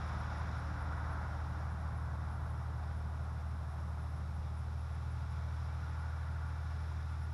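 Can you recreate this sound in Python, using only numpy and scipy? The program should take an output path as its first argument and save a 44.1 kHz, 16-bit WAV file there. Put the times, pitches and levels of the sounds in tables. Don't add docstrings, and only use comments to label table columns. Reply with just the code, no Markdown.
import sys
import numpy as np
from scipy import signal
from scipy.fft import rfft, irfft, next_fast_len
from scipy.io import wavfile

SR = 44100
rng = np.random.default_rng(int(sys.argv[2]) if len(sys.argv) > 2 else 0)


def digitize_waveform(pressure):
    field = np.atleast_2d(pressure).T
    bounded = np.clip(field, -1, 1)
    quanta = np.round(bounded * 32767).astype(np.int16)
    wavfile.write(sys.argv[1], SR, quanta)


N = 323253
TIME = np.arange(N) / SR


def from_db(db):
    return 10 ** (np.asarray(db) / 20)


def rms_one(x):
    return x / np.sqrt(np.mean(x ** 2) + 1e-20)


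def automation(points):
    return np.interp(TIME, *np.transpose(points))


def drift(rate_hz):
    hop, settle = 40, 2000
    pole = np.exp(-2 * np.pi * rate_hz * hop / SR)
    coarse = rng.standard_normal(N // hop + settle + 2)
    slow = signal.lfilter([1], [1, -2 * pole, pole * pole], coarse)[settle:]
    return np.interp(np.arange(N) / hop, np.arange(len(slow)), rms_one(slow))


def noise(spectrum):
    size = next_fast_len(N)
    hz = np.maximum(np.fft.rfftfreq(size, 1 / SR), 1)
    points_hz, points_db = np.transpose(spectrum)
    colour = from_db(np.interp(np.log(hz), np.log(points_hz), points_db, left=-70, right=-70))
    return rms_one(irfft(rfft(rng.standard_normal(size)) * colour, size)[:N])


def scattered(phase, blur_hz):
    return rms_one(drift(blur_hz) * np.cos(phase) + drift(blur_hz) * np.sin(phase))


def exhaust_drone(phase, firing_hz, swell_db, base_db=-40.5, working_hz=77.3):
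    # multiple of the firing rate, level/dB re base_db
    side_orders = [(5 / 6, -27), (7 / 6, -20.5), (8 / 6, -28), (10 / 6, -18), (7 / 4, -18)]
    firing_db = base_db + .5 * (firing_hz - working_hz)
    drone = from_db(firing_db + .24 * drift(4.6)) * np.sin(phase)
    octave = (2, -18 + .52 * swell_db, 0)
    fifth = (3 / 2, -7, np.pi / 2)
    sides = [(multiple, db, rng.uniform(0, 2 * np.pi)) for multiple, db in side_orders]
    for multiple, db, offset in [octave, fifth] + sides:
        drone += from_db(base_db + db + .86 * drift(1.5)) * np.sin(multiple * phase + offset)
    return np.sqrt(2) * drone


def exhaust_rumble(phase, swell_db, ring, puff_depth=.19):
    # f/Hz, relative level/dB
    gas_colour = [(20, -11), (40, -5), (55, -0.5), (80, 1.5), (130, -1), (170, 1), (210, -5.5),
                  (250, -15.5), (340, -16), (450, -33), (800, -40)]
    puffs = 1 + puff_depth * np.sin(phase / 2)
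    return from_db(-51.5 + .49 * swell_db - 4 * ring) * noise(gas_colour) * puffs


def mower(phase, swell_db, ring, turns_per_firing=.685, chop_depth=.038, hiss_lift_db=2.5):
    # f/Hz, relative level/dB
    hood_colour = [(230, -35), (272, -6.5), (295, -0.5), (310, -11), (350, -33)]
    # f/Hz, relative level/dB
    air_colour = [(200, -19), (320, -12), (430, -11.5), (550, -6.5), (700, -2), (850, -1), (1100, -3),
                  (1300, -5.5), (1600, -22.5), (2600, -38), (4000, -41)]
    # f/Hz, relative level/dB
    deck_colour = [(600, -21), (1000, -6.5), (1250, -3), (1440, 2.5), (1520, -2), (1620, -5), (1700, -6),
                   (1830, -11), (1960, -8.5), (2080, -16), (2300, -18.5), (2600, -33), (3200, -31)]
    # f/Hz, relative level/dB
    blade_colour = [(900, -10), (1600, 1.5), (2300, 3), (2600, 0.5), (3050, -4.5), (3500, 1.5), (3900, 0.5),
                    (4450, -6.5), (5200, 0.5), (5600, 0), (6200, -11), (7200, -11), (8000, -24)]
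    # t/s, level/dB before the lift
    blade_ride = [(0, -63), (0.5, -63.7), (0.95, -67.6), (1.35, -67.5), (1.9, -70.5), (3.2, -71),
                  (4.6, -70.0), (5.6, -67.1), (6.35, -69.0), (6.8, -67), (7.33, -69)]
    rotor_phase = turns_per_firing * phase + .48 * drift(.99)
    hum = np.sqrt(2) * from_db(-63 + 1.9 * swell_db) * np.sin(rotor_phase)
    booming = np.exp(-((TIME - .87) / .71) ** 2 / 2)
    boom = from_db(-74 + .21 * swell_db + 12.5 * booming) * noise(hood_colour)
    rush = from_db(-55.3 + .94 * swell_db - 2 * ring) * noise(air_colour)
    clatter = from_db(-59.5 + 1.43 * swell_db + 2 * ring) * noise(deck_colour)
    hiss = from_db(automation(blade_ride) + hiss_lift_db) * noise(blade_colour)
    chop = 1 + chop_depth * np.cos(rotor_phase)
    flutter = from_db(.42 * drift(15))
    return hum + boom + (rush + clatter + hiss) * chop * flutter


def gear_whine(phase, swell_db, ring):
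    # multiple of the firing rate, relative level/dB
    mesh_orders = [(10.93, 0), (14.55, -3.5), (17.6, -4), (18.15, -2), (21.8, -8.5), (29.5, -14)]
    tones = sum(from_db(db) * scattered(multiple * phase, blur_hz=9.7) for multiple, db in mesh_orders)
    return from_db(-71.5 + 1.3 * swell_db + 8 * ring) * tones


def background(air_db=-64, hiss_db=-71):
    # f/Hz, relative level/dB
    country_colour = [(20, 3), (30, 6), (60, -2), (200, -1), (300, -2.5), (420, 0.5), (600, -3),
                      (1000, -10), (2500, -33)]
    # f/Hz, relative level/dB
    hiss_colour = [(100, 14.5), (3000, 4), (6800, 1), (7800, -1.5), (8600, 1.5), (9200, 2.2), (9800, -1),
                   (11100, 0), (13000, 2)]
    # f/Hz, level/dB
    whistle_tones = [(9126, -99), (10207, -103), (10267, -101), (10508, -94), (10568, -105)]
    whistles = sum(from_db(db) * np.sin(2 * np.pi * hz * TIME + .5 * drift(2.4))
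                   for hz, db in whistle_tones)
    air = from_db(air_db) * noise(country_colour)
    hiss = from_db(hiss_db) * noise(hiss_colour)
    return air + hiss + np.sqrt(2) * whistles


def soft_chirps(loud_chirps, gap_s=.23, jitter_s=.038, soft_db=-83.5, spread_db=3):
    chirps = []
    for beat, (late, strong) in enumerate(rng.standard_normal((64, 2))):
        at_s = beat * gap_s + jitter_s * late
        in_pause = all(abs(at_s - loud_s) > gap_s / 2 for loud_s, _ in loud_chirps)
        if in_pause and at_s < TIME[-1]:
            chirps.append((at_s, soft_db + spread_db * strong))
    return chirps


def cricket(half_width_s=.018, lift_db=1.5, tooth_db=2.5, chorus_db=-85):
    # t/s, level/dB before the lift
    loud_chirps = [(.074, -75.5), (.198, -76), (.388, -75), (.586, -76.5), (.824, -76), (.976, -79),
                   (1.127, -75), (1.716, -79), (4.026, -77.5), (4.174, -79), (4.361, -77), (4.58, -78),
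                   (4.806, -78), (4.956, -78), (5.123, -78), (5.322, -81), (7.107, -78), (7.238, -77)]
    # f/Hz, relative level/dB
    wing_colour = [(9000, -35), (9750, -11), (10000, 1), (10300, -2), (10600, -1), (10850, -6),
                   (11100, -18), (12000, -42)]
    strokes = sum(from_db(db) * np.exp(-np.abs((TIME - at_s) / half_width_s) ** 3 / 2)
                  for at_s, db in loud_chirps + soft_chirps(loud_chirps))
    rasp = rms_one(noise(wing_colour) * from_db(tooth_db * drift(250)))
    chorus = from_db(chorus_db + 3.1 * drift(17)) * noise(wing_colour)
    return from_db(lift_db) * strokes * rasp + chorus


def knock():
    # t/s, level/dB, f/Hz, t60/s
    hits = [(3.974, -40, 850, .016)]
    out = np.zeros(N)
    for at_s, db, hz, t60 in hits:
        age = np.maximum(TIME - at_s, 0)
        decay_db = np.minimum(60 * age / t60, 200)
        out += from_db(db - decay_db) * np.sin(2 * np.pi * hz * age)
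    return out


def scene(usual_db=-54):
    # t/s, f/Hz
    engine_speed = [(0, 76.73), (1, 77.25), (4.3, 77.35), (6.2, 79.05), (7.33, 78.73)]
    # t/s, level/dB
    carry_level = [(0, -48), (0.65, -48.5), (1.15, -48), (1.45, -50.8), (2.1, -51.8), (2.35, -52),
                   (3.1, -54.2), (3.9, -54.5), (4.5, -56), (6.1, -53.5), (7.33, -56)]
    firing_hz = automation(engine_speed)
    phase = 2 * np.pi * np.cumsum(firing_hz) / SR
    swell_db = automation(carry_level) - usual_db
    start_s, attack_s, hold_s, release_s = 4.6, 1.3, 1.14, 1.5
    ring = np.interp(TIME, np.cumsum([start_s, attack_s, hold_s, release_s]), [0, 1, 1, 0])
    exhaust = exhaust_drone(phase, firing_hz, swell_db) + exhaust_rumble(phase, swell_db, ring)
    machinery = mower(phase, swell_db, ring) + gear_whine(phase, swell_db, ring) + knock()
    return (exhaust + machinery + cricket() + background())[None]


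def record(dry, cutoff_hz=12000):
    return signal.sosfilt(signal.ellip(12, .1, 70, cutoff_hz, fs=SR, output="sos"), dry)


dry = scene()
out = record(dry)
digitize_waveform(out)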